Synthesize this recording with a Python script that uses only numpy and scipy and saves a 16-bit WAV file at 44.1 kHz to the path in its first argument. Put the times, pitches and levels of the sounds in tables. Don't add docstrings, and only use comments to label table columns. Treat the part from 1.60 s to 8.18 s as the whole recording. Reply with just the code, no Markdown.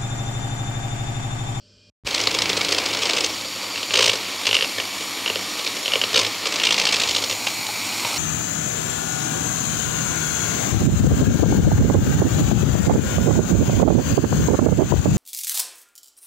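import sys
import numpy as np
from scipy import signal
from scipy.fft import rfft, irfft
from scipy.io import wavfile
from scipy.ndimage import uniform_filter1d, map_coordinates

SR = 44100
rng = np.random.default_rng(int(sys.argv[2]) if len(sys.argv) > 2 else 0)


def transcribe(u):
    v = np.clip(np.atleast_2d(u).T, -1, 1)
    q = np.round(v * 32767).astype(np.int16)
    wavfile.write(sys.argv[1], SR, q)


def makeup_ratio(level_db):
    decades = np.asarray(level_db, float) / 20
    return 10 ** decades


N = 290178
T = np.arange(N) / SR
MAINS_HZ = 50.2
WIRE_RATIO = 42.3


def evened(x):
    return x / np.sqrt(np.mean(x ** 2) + 1e-20)


def read(points, hz):
    f, value = np.transpose(points)
    return np.interp(np.log(hz + 1), np.log(f + 1), value)


def curves(rows, t=T):
    s, *columns = np.transpose(rows)
    return [np.interp(t, s, c) for c in columns]


def faced(values, facing):
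    return sum(np.multiply.outer(v, np.clip(1 - abs(facing - k), 0, 1)) for k, v in enumerate(values))


def drift(per_s):
    steps = rng.standard_normal(int(N / SR * per_s) + 3)
    return map_coordinates(steps, [T * per_s], order=3)


def coloured(x, points):
    return irfft(rfft(x) * makeup_ratio(read(points, np.fft.rfftfreq(len(x), 1 / SR))), len(x))


def rung(x, modes):
    out = 0
    for hz, width, db in modes:
        peak = signal.iirpeak(hz, hz / width, SR)
        out = out + makeup_ratio(db) * signal.lfilter(*peak, signal.lfilter(*peak, x))
    return out


# (frequency [Hz], level [dB per Hz])
ROOM_AIR = [(30, -10), (106, -17), (600, -22), (780, -39), (1540, -31.5), (1960, -39), (3150, -21),
            (3700, -30), (4600, -20), (5500, -21.5), (6400, -34), (8150, -36), (8400, -44), (13000, -62)]
# (frequency [Hz], level [dB])
FRIDGE_TONES = [(100, -58), (197, -66), (248, -66), (1530, -82), (592, -69), (2440, -66), (3195, -68),
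                (4620, -65), (7450, -73), (5276, -70), (4366, -73), (422, -72)]


def kitchen():
    out = makeup_ratio(-56.5) * evened(coloured(rng.standard_normal(N), ROOM_AIR))
    for hz, db in FRIDGE_TONES:
        swell = 1 if hz < 2000 else .15 + 4.8 * T if hz < 2600 else .8
        out += makeup_ratio(db + 2.5 * drift(20.4)) * np.sin(2 * np.pi * hz * T) * swell
    return out


# (time [s], level [dB], length [ms], sign)
INPUT_POPS = [
    (0.437, -27, 17, 0.44),
    (0.45, -29, 6, -1.2),
]


def pops():
    out = np.zeros(N)
    for s, db, ms, sign in INPUT_POPS:
        u = np.clip((T - s) * 1000 / ms, 0, 1)
        out += sign * makeup_ratio(db) * np.sin(np.pi * u ** 0.53)
    return out


# (time [s], commutator frequency [Hz])
MOTOR_SPEED = [(.45, 2254), (1.3, 2250), (1.55, 2243), (2.22, 2308), (2.5, 2300), (2.7, 2304), (2.97, 2287),
               (3.42, 2312), (3.72, 2297), (4.0, 2308), (4.2, 2306), (4.42, 2293), (4.6, 2301),
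               (4.83, 2333), (5.0, 2324), (5.45, 2283), (5.9, 2295), (6.58, 2302)]


def commutator_hz():
    return curves(MOTOR_SPEED)[0]


# (time [s], vent facing [0-2], whirr level [dB], whine beam [dB])
HANDLING = [(.45, 0.51, -28, -2), (1.0, 0.27, -25.5, 3.5), (1.6, 0.46, -26.5, 0), (1.85, 1.36, -31, 1),
            (2.25, 1.1, -29, -2), (2.5, 0.57, -28, 4.5), (2.95, 1.3, -29, 0.5), (3.4, 1.07, -28.5, 1.5),
            (3.9, 1.03, -28, 2), (4.2, 1.2, -28, 3), (4.65, 0.72, -26, 1), (4.78, 0.96, -28.5, 3),
            (4.97, 0.7, -26, -3), (5.2, 0.51, -25.5, -10), (5.5, 0.98, -25.5, -4), (5.7, 2, -27.5, 4.5),
            (6.1, 2.153, -28.5, -1.5), (6.58, 2.11, -24.5, -4)]


def handling(t=T):
    return curves(HANDLING, t)


# (time [s], hum level [dB])
BEARING_DOWN = [(.45, -59), (.62, -47), (1.6, -51.5), (2.29, -57.5), (2.43, -41), (2.8, -62), (2.9, -55),
                (3.1, -72), (3.19, -45), (3.28, -62.5), (3.8, -52.5), (4.08, -63), (4.36, -57), (4.46, -50),
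                (5.04, -63), (5.12, -54), (5.34, -66), (5.55, -52), (6.58, -52)]
SHAFT_LEVELS = (-45, -57.5, -60.5)
# (middle time [s], half length [s], level [dB])
COUNTER_DRONE = [
    (.7, 0.83, -52),
    (1.73, 0.37, -62),
    (5.403, 0.29, -51),
    (6.5, 0.53, -65),
]


def hum():
    facing = handling()[0]
    turn = 2 * np.pi * np.cumsum(commutator_hz()) / SR
    tones = makeup_ratio(-2 + 4 * drift(6)) * np.sin(4 * np.pi * MAINS_HZ * T)
    tones += makeup_ratio(-.5 + 3.7 * drift(6.5)) * np.sin(2 * turn / WIRE_RATIO)
    shaft = makeup_ratio(faced(SHAFT_LEVELS, facing) + 3.4 * drift(5)) * np.sin(turn / 12 + .5 * drift(9))
    press = sum(makeup_ratio(db) * np.exp(-((T - s) / half) ** 2) for s, half, db in COUNTER_DRONE)
    drone_turn = turn / 33.6
    drone = press * makeup_ratio(.98 * drift(7.1)) * (.9 * np.sin(drone_turn) + .94 * np.sin(2 * drone_turn))
    return np.sqrt(2) * (makeup_ratio(curves(BEARING_DOWN)[0]) * tones + shaft + drone)


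# (start time [s], end time [s], frequency [Hz], width [Hz], level [dB])
NARROW_BANDS = [
    (1.68, 2.4, 4640, 60, -40),
    (2.44, 3.4, 4640, 81, -44.5),
    (5.72, 7.4, 4000, 98, -45),
    (5.75, 6.7, 2450, 220, -40),
    (5.42, 5.78, 6850, 110, -41),
    (5.6, 7.6, 14300, 2400, -46),
    (6.5, 7.4, 10000, 500, -50),
    (.5, 1.7, 292, 12, -44.5),
    (.5, 1.8, 328, 10, -47),
]


def vents(swell_s=.06):
    air = rng.standard_normal(N)
    out = np.zeros(N)
    for start, end, hz, width, db in NARROW_BANDS:
        swell = np.clip(np.minimum(T - start, end - T) / swell_s, 0, 1)
        out += makeup_ratio(db) * evened(rung(air, [(hz, width, 0)])) * swell
    return out


# (frequency [Hz], then level in each of three facings [dB per Hz])
WHIRR_COLOUR = [(40.04, -34, -18, -36), (120, -9, -28, -3), (160, -7, -14, -11), (250, -7, -8.5, 1.5),
                (445, 2, -9, -5.5), (1020, -0.5, -9.5, -0.5), (1670, -3.5, -14, -8.5),
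                (1800, -8, -7.5, -11), (2040, 2, -9.5, -0.5), (3200, -2.5, -5.5, -3.5),
                (4800, -9.5, -10, -7), (8300, -16, -17, -8), (9300, -20.5, -21, -12.5),
                (16000, -10, -17, -25.5)]
# (frequency [Hz], width [Hz], then lift in each of three facings [dB])
CASING_MODES = [(307.1, 14.5, 7, 11.5, 7.6), (1156, 330, -1.5, 5, 0.5), (2283, 220, 2, 6, 4.1),
                (4320, 610, 5.5, 3.5, 8.2), (4750, 140, 7, -1.5, 3.2), (5560, 410, 2, 6, 7.4),
                (7090, 450, 4.5, 6.5, 5.2), (14200, 3700, -22, -9.5, 2.5)]


def whirr_shape(hz, k):
    lift = sum(row[2 + k] / (1 + (2 * (hz - row[0]) / row[1]) ** 2) for row in CASING_MODES)
    return read([(row[0], row[1 + k]) for row in WHIRR_COLOUR], hz) + lift


def whirr(patchy_db=1.0, grit_db=1.0, beat=0.1):
    size, hop = 1024, 256
    frames, hz = N // hop + 5, np.fft.rfftfreq(size, 1 / SR)
    facing = handling(np.arange(frames) * hop / SR)[0]
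    shape = makeup_ratio(faced([whirr_shape(hz, k) for k in range(3)], facing))
    shape /= np.sqrt((shape ** 2).sum(0))
    patches = rng.standard_normal((frames, size // 2 + 1)).T
    patches = evened(uniform_filter1d(uniform_filter1d(patches, 12, 0), 10, 1))
    wires = 1 + beat * np.cos(2 * np.pi * np.cumsum(commutator_hz() / WIRE_RATIO) / SR)
    drive = rng.standard_normal(N) * wires * makeup_ratio(grit_db * drift(500))
    drive = np.pad(drive, (0, frames * hop - N - hop))
    z = signal.stft(drive, nperseg=size, noverlap=size - hop)[2][:, :frames]
    z = z * shape * makeup_ratio(patchy_db * patches)
    out = signal.istft(z, nperseg=size, noverlap=size - hop)[1][:N]
    return makeup_ratio(handling()[1]) * evened(out)


# (commutator order, then level in each of three facings [dB])
WHINE_ORDERS = [(1, -57, -50, -52.5), (2, -50, -47.5, -55), (3, -56, -48, -43), (4, -70, -50, -54),
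                (5, -58, -49, -55), (6, -65, -59, -60), (7, -56, -62, -62)]


def whine(waver_db=2.3):
    facing, _, beam_db = handling()
    mains = 2 * np.pi * MAINS_HZ * T
    turn = 2 * np.pi * np.cumsum(commutator_hz() + .6 * drift(8)) / SR
    turn += .5 * np.sin(mains) + .04 * drift(90)
    pull = 1 - 0.25 * np.cos(mains + 0.2)
    shaft_sideband = (1.895, -70, -62, -47)
    out = np.zeros(N)
    for order, *db in WHINE_ORDERS + [shaft_sideband]:
        level = makeup_ratio(faced(db, facing) + beam_db + waver_db * drift(4.35))
        out += np.sqrt(2) * level * pull * np.sin(order * turn)
    return out


# (frequency [Hz], level [dB per Hz])
SCRAPE_COLOUR = [(150, -25), (600, -4), (1600, -10), (2300, 4), (3500, 6.5), (5400, 4.5), (7600, -3.5),
                 (8800, -5.5), (9700, -20), (15500, -19)]


def wall_scrape(x):
    return coloured(x, SCRAPE_COLOUR)


# (frequency [Hz], width [Hz], level [dB])
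JUG_MODES = [(514.4, 93.5, 4), (452, 74, 1.5), (411, 60, -6), (587, 120, -10), (299, 21, -11),
             (1090, 720, -10), (103, 13.4, -8.5)]


def jug_body(x):
    return rung(x, JUG_MODES)


# (time [s], level [dB])
BRUSH_LEVEL = [(.45, -38), (.8, -38), (1.3, -33), (1.68, -34.5), (1.8, -36.5), (2.28, -41), (2.4, -21),
               (2.5, -23.5), (2.56, -33.5), (2.9, -51), (3.05, -37), (3.12, -59), (4.5, -41), (4.58, -23.5),
               (4.72, -45), (5.1, -31.5), (5.75, -55), (6.58, -57)]


def brushing(strike_s, sharp=2.5):
    passes = np.cumsum(commutator_hz() / WIRE_RATIO) / SR
    slip = np.unwrap(np.interp(strike_s, T, passes) % 1, period=1)
    passes = np.maximum(passes - np.interp(T, strike_s, slip) + 0.27, 0)
    size = makeup_ratio(2.0 * rng.standard_normal(int(passes.max()) + 1))[passes.astype(int)]
    puff = (0.32 + size * np.sin(np.pi * passes) ** (2 * sharp)) * rng.standard_normal(N)
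    return makeup_ratio(curves(BRUSH_LEVEL)[0]) * evened(wall_scrape(puff) + makeup_ratio(11.5) * jug_body(puff))


def grinding():
    return [(2.3365 + k * .01745, -10, 5.37, rng.uniform(2660, 3140)) for k in range(10)]


# (time [s], peak level [dB], rise [ms], wall pitch [Hz])
LEANING_SCRAPES = [(0.4669, -13.5, 7.5, 3470), (0.485, -24, 2.5, 4930), (0.528, -25, 4, 3200),
                   (0.557, -18, 5.9, 3280), (0.577, -16, 4.5, 2430), (0.626, -24, 2, 2720),
                   (0.653, -23, 4.6, 2900), (0.543, -10.5, 6, 4910), (0.5921, -15, 10.6, 2710),
                   (0.6374, -13.5, 1.55, 4970), (0.6708, -6, 3.35, 3920), (0.7084, -14.5, 6.6, 4880),
                   (0.741, -11.5, 8.6, 3450), (0.7867, -9, 2.55, 5080), (0.8191, -7.5, 3.2, 5660),
                   (0.857, -11.5, 0.82, 2210), (0.893, -11.5, 7.6, 3460), (0.931, -11.5, 1, 2870),
                   (0.967, -11.5, 8.2, 4600), (1.0099, -9.5, 3.55, 2350), (1.0473, -9, 1.95, 4070),
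                   (1.085, -12.5, 5.1, 3900), (1.109, -15, 3.2, 4970), (1.121, -8.5, 5.7, 5120),
                   (1.1466, -11.5, 2.8, 5100), (1.182, -8, 4.2, 5170), (1.196, -23, 4, 2600),
                   (1.257, -11.5, 5, 4880), (1.286, -18, 2.7, 3440), (1.3067, -21, 3.5, 3370),
                   (1.330, -14.5, 7.2, 2390), (1.347, -16, 3, 3560), (1.3702, -17, 2.5, 5420),
                   (1.387, -20, 4, 4800), (1.419, -14.5, 3.4, 3200), (1.4275, -13.5, 6.3, 3950),
                   (1.4542, -12, 5.8, 3250), (1.469, -16, 2, 3800), (1.4907, -10.5, 7.5, 2710),
                   (1.5076, -13.5, 2.2, 3820), (1.533, -10, 3.1, 3220), (1.565, -11.5, 7.7, 2884),
                   (1.582, -13, 5.1, 2800), (1.605, -11.5, 4.4, 8170), (1.639, -12.5, 2.1, 3260),
                   (1.643, -8, 3.5, 6390), (1.660, -15.5, 3.7, 8300)]
# (time [s],
# peak level [dB], rise [ms], wall pitch [Hz])
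STRAY_SCRAPES = [(0.5072, -18.5, 4, 4320), (0.612, -12.5, 3.6, 5840), (2.515, -19, 4.4, 3180),
                 (2.531, -15.5, 4.2, 2720), (2.555, -16, 1.8, 5330), (2.5865, -22, 2, 2780),
                 (2.853, -16, 4.2, 2850), (2.8679, -6, 2.07, 2750), (2.875, -14, 2.8, 2840),
                 (2.944, -6.5, 1.8, 2800), (3.182, -17, 2.3, 1800), (3.4073, -22.5, 1.5, 4965),
                 (3.253, -26, 2.3, 3900), (3.9929, -19, 3.4, 3440), (4.046, -20.5, 3.6, 4030),
                 (4.064, -15.5, 2.2, 2410), (4.073, -16, 4.8, 3260), (4.167, -20, 2.8, 5460),
                 (4.9868, -22, 2, 5140), (4.5417, -10.5, 6.1, 3550), (4.528, -20, 5.01, 2890),
                 (4.5608, -7.5, 3.3, 4220), (4.5767, -7.5, 2.96, 5200), (4.591, -8.5, 6.2, 3850),
                 (4.612, -14.5, 4.8, 5350), (4.6469, -14, 3.9, 2670), (4.6639, -16, 5.9, 3310),
                 (4.856, -10.5, 1.1, 3750), (4.8673, -13.5, 6.2, 5580), (4.9227, -13, 2.7, 5060),
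                 (4.9397, -17, 2.94, 3700), (4.9586, -13, 1.9, 5250), (5.6215, -17, 4.8, 4490),
                 (5.638, -14, 6.9, 4080), (5.6969, -15.5, 5.2, 5540), (5.712, -15.5, 3.9, 4210),
                 (5.724, -16.5, 4.2, 3200), (5.8684, -11.5, 1.8, 2760), (6.066, -18.5, 3.1, 4270),
                 (6.089, -19.5, 1.7, 850), (6.4478, -15.5, 2.4, 954), (5.8695, -17, 1.6, 850),
                 (6.4486, -20, 1.55, 2400)]
# (time [s], peak level [dB], rise [ms], wall pitch [Hz])
PASS_ALONG = [(5.0349, -9.5, 4.1, 2870), (5.0500, -10.5, 6.7, 4200), (5.069, -7.5, 1.9, 2930),
              (5.107, -8.5, 2.2, 2765), (5.1226, -9, 5.7, 3400), (5.143, -12, 2.5, 2870),
              (5.164, -17, 2.5, 2820), (5.1801, -6.5, 1.1, 2890), (5.195, -10, 5.6, 3200),
              (5.2156, -9, 1.4, 2860), (5.237, -18, 1.8, 2570), (5.2527, -8.5, 2.9, 5000),
              (5.268, -10.5, 5.8, 2440), (5.2888, -10, 1.9, 2965), (5.3102, -21, 2.8, 4660),
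              (5.3238, -9, 6.4, 4800), (5.34, -10.5, 6.9, 2640), (5.358, -15, 4.4, 5220),
              (5.366, -15, 3.1, 3200), (5.3978, -10.5, 5.5, 4440), (5.414, -12, 5.9, 3680),
              (5.4347, -11.5, 3.1, 2830), (5.474, -14, 2.4, 4340), (5.488, -12.5, 6.6, 5070),
              (5.51, -12.5, 3.3, 3000), (5.5469, -12.5, 4, 4360), (5.562, -11, 5.4, 3430),
              (5.582, -16, 2.4, 3040)]
# (time [s], peak level [dB])
CLEAN_TAPS = [(2.1584, -19), (2.1774, -19.5), (2.2307, -17.5), (2.3076, -16.5), (2.8905, -11),
              (2.9112, -13), (2.9295, -8), (2.952, -10), (2.9672, -9.5), (2.9885, -14.5), (3.009, -13.5),
              (3.0241, -10.5), (3.042, -16), (3.2002, -13.5), (3.6606, -16.5), (3.6773, -14.5),
              (3.6996, -16), (3.7581, -16), (4.259, -15), (4.2798, -14), (4.3201, -15.5), (4.3358, -9.5),
              (4.3562, -10.5), (4.415, -10.5), (4.438, -11.5), (3.029, -20), (3.0459, -14), (4.5585, -10),
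              (4.574, -9), (4.9994, -13.5), (5.0174, -17), (5.0906, -15)]
# (time [s], thud level [dB])
JUG_SHAKE = [(.45, -12), (1.2, -12.5), (1.6, -12), (2.16, -10.5), (2.4, -7), (2.52, -8), (2.87, -12.5),
             (3.2, -6), (3.68, -5), (4.07, -8), (4.3, -7), (4.57, -7), (4.65, -15), (4.9, -12), (5.2, -29),
             (5.7, -11.5), (6.1, -18), (6.45, -9)]


def blows():
    grind = grinding()
    rows = [(*row, -4) for row in LEANING_SCRAPES + STRAY_SCRAPES + PASS_ALONG]
    rows += [(*row, -2.5) for row in grind]
    landings = [(row[0], -18) for row in grind[:-1]]
    rows += [(s, db, 1.575, 2890, 5) for s, db in CLEAN_TAPS + landings]
    s, db, rise, hz, ring_db = np.transpose(sorted(rows))
    chance = rng.standard_normal((len(s), 3)).T
    thud_db = curves(JUG_SHAKE, s)[0] + 0.5 * (rise - 4) + 1.5 * chance[0]
    hz = hz * (1 + 0.012 * chance[1])
    ring_db = ring_db + 2.5 * chance[2] * (ring_db < 0)
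    return np.transpose([s, db, rise, hz, ring_db, thud_db])


def contact(t, rise, tap, late, fall_ms=2.88, jump=0.48, rebound=0.3):
    dip = (1 - jump) * np.tanh(rise / 0.5) * (.5 if late else 1)
    fall = np.exp(-(t - rise) / fall_ms / (0.66 if tap else 1))
    shape = np.where(t < rise, 1 - dip * (1 - (t / rise) ** 2), fall)
    return shape + late * rebound * np.exp(-((t - 4.8) / 3.8) ** 2 - rise / 2)


def wall_ring(t, n, shape, rise, hz, drag, tap, climb=0.2434, ring_cycles=4.0):
    turn = 2 * np.pi * np.cumsum(hz * (1 - climb * drag * np.clip(1 - t / rise, 0, 1))) / SR
    kicks = np.exp(1j * n[0]) * (t == 0) * (1 - drag)
    rub = 3.3 * (.3 if tap else 1) * drag ** 2 * shape * (t < max(rise + 1, 6))
    kicks = kicks + rub * (n + 1j * n[::-1])
    decay = np.exp(-hz / SR / ring_cycles / (1 - .5 * drag))
    swing = signal.lfilter([1], [1, -decay], kicks)
    return (swing / abs(swing).max() * np.exp(1j * turn)).real


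def strikes(rows, ring_db=2.0, thud_db=14, chatter_db=4.5, snap_db=5.0, snap_ms=.45):
    scrape, ring, thud = np.zeros((3, N + 2000))
    t = np.arange(900) / SR * 1000
    for (s, db, rise, hz, wall_db, jug_db), n in zip(rows, rng.standard_normal((len(rows), 900))):
        tap = wall_db > 0
        rise = max(rise - 1 + 0.26 * (rise - 1.5), .2)
        drag = 1 - np.exp(-rise / 2.98)
        shape = contact(t, rise, tap, s > 2)
        at = slice(round(s * SR), round(s * SR) + 900)
        if tap:
            dull = signal.butter(4, 1.85 * hz, fs=SR)
        else:
            dull = signal.butter(2, min(2.23 * hz * (1 + 0.36 * drag ** 2), 9500), fs=SR)
        grit = signal.lfilter(*dull, n)
        chatter = makeup_ratio(chatter_db * evened(uniform_filter1d(n[::-1], size=24)))
        rub = evened(grit * chatter * shape) * np.sqrt(np.mean(shape ** 2))
        scrape[at] += makeup_ratio(db - 1.2 * tap) * rub
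        scrape[at] += makeup_ratio(db + snap_db) * drag * np.exp(-abs(t - rise) / snap_ms) * n[::-1]
        ring[at] += makeup_ratio(db + wall_db + ring_db) * wall_ring(t, n, shape, rise, hz, drag, tap)
        thud[at] += makeup_ratio(db + jug_db + thud_db) * (n * shape + 34 * np.gradient(shape))
    noise_gain = np.std(wall_scrape(rng.standard_normal(N)))
    scrape = makeup_ratio(-8.5) * wall_scrape(scrape) / noise_gain
    ring = signal.lfilter(*signal.butter(3, 7500, fs=SR), ring)
    thud = signal.lfilter(*signal.butter(3, 85, "high", fs=SR), jug_body(thud))
    return (scrape + ring + thud)[:N]


def room(x, t60=0.097):
    at = np.arange(200, 12000, 22) + rng.integers(0, 22, 537)
    taps = np.zeros(12100)
    taps[at] = rng.choice([-1., 1.], len(at)) * makeup_ratio(-60 * at / SR / t60)
    return signal.oaconvolve(x, taps / np.linalg.norm(taps))[:N]


# (start time [s], end time [s])
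SILENCE = (.2990, 0.4463)


def scene():
    rows = blows()
    knocks = signal.sosfilt(signal.butter(4, 80, "high", fs=SR, output="sos"), strikes(rows))
    mixer = whirr() + whine() + vents() + hum() + brushing(rows[:, 0]) + knocks + makeup_ratio(-11.0) * room(knocks)
    fade_in = np.clip((T - SILENCE[1]) / 0.033, 0, 1)
    mono = kitchen() * (T < SILENCE[0]) + mixer * fade_in + pops()
    return np.array([mono, mono])


# (middle time [s], low edge [Hz], high edge [Hz])
SCRAMBLED_BANDS = [(2.109, 9560, 11020), (2.738, 9560, 12400), (2.738, 14380, 15760), (3.319, 7490, 8960),
                   (3.626, 6800, 8350), (4.132, 12920, 14470), (4.224, 4480, 5680), (4.224, 7490, 8960),
                   (4.224, 10940, 12400), (4.759, 4570, 5770), (4.759, 6800, 8960), (5.989, 4050, 5170),
                   (5.989, 6800, 10340), (5.989, 12920, 14470)]


def scrambled(x, length_s=.026, make_up_db=3.0):
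    hz, t, z = signal.stft(x, SR, nperseg=512)
    hit = sum(np.outer((hz > lo) & (hz < hi), abs(t - s) < length_s / 2) for s, lo, hi in SCRAMBLED_BANDS)
    loose = z * makeup_ratio(make_up_db) * np.exp(2j * np.pi * rng.random(z.shape))
    return signal.istft(np.where(hit, loose, z), nperseg=512)[1][:, :N]


def band_limit(x):
    return signal.sosfilt(signal.butter(12, 16110, fs=SR, output="sos"), x)


def record(dry):
    soft = .8 * np.tanh(dry / .8)
    band = signal.sosfilt(signal.butter(4, 50, "high", fs=SR, output="sos"), soft)
    top_cut = signal.firwin(1023, 15710, window=("kaiser", 9), fs=SR)
    band = signal.oaconvolve(band, top_cut[None], "same")
    return band_limit(scrambled(band))


dry = scene()
out = record(dry)
transcribe(out)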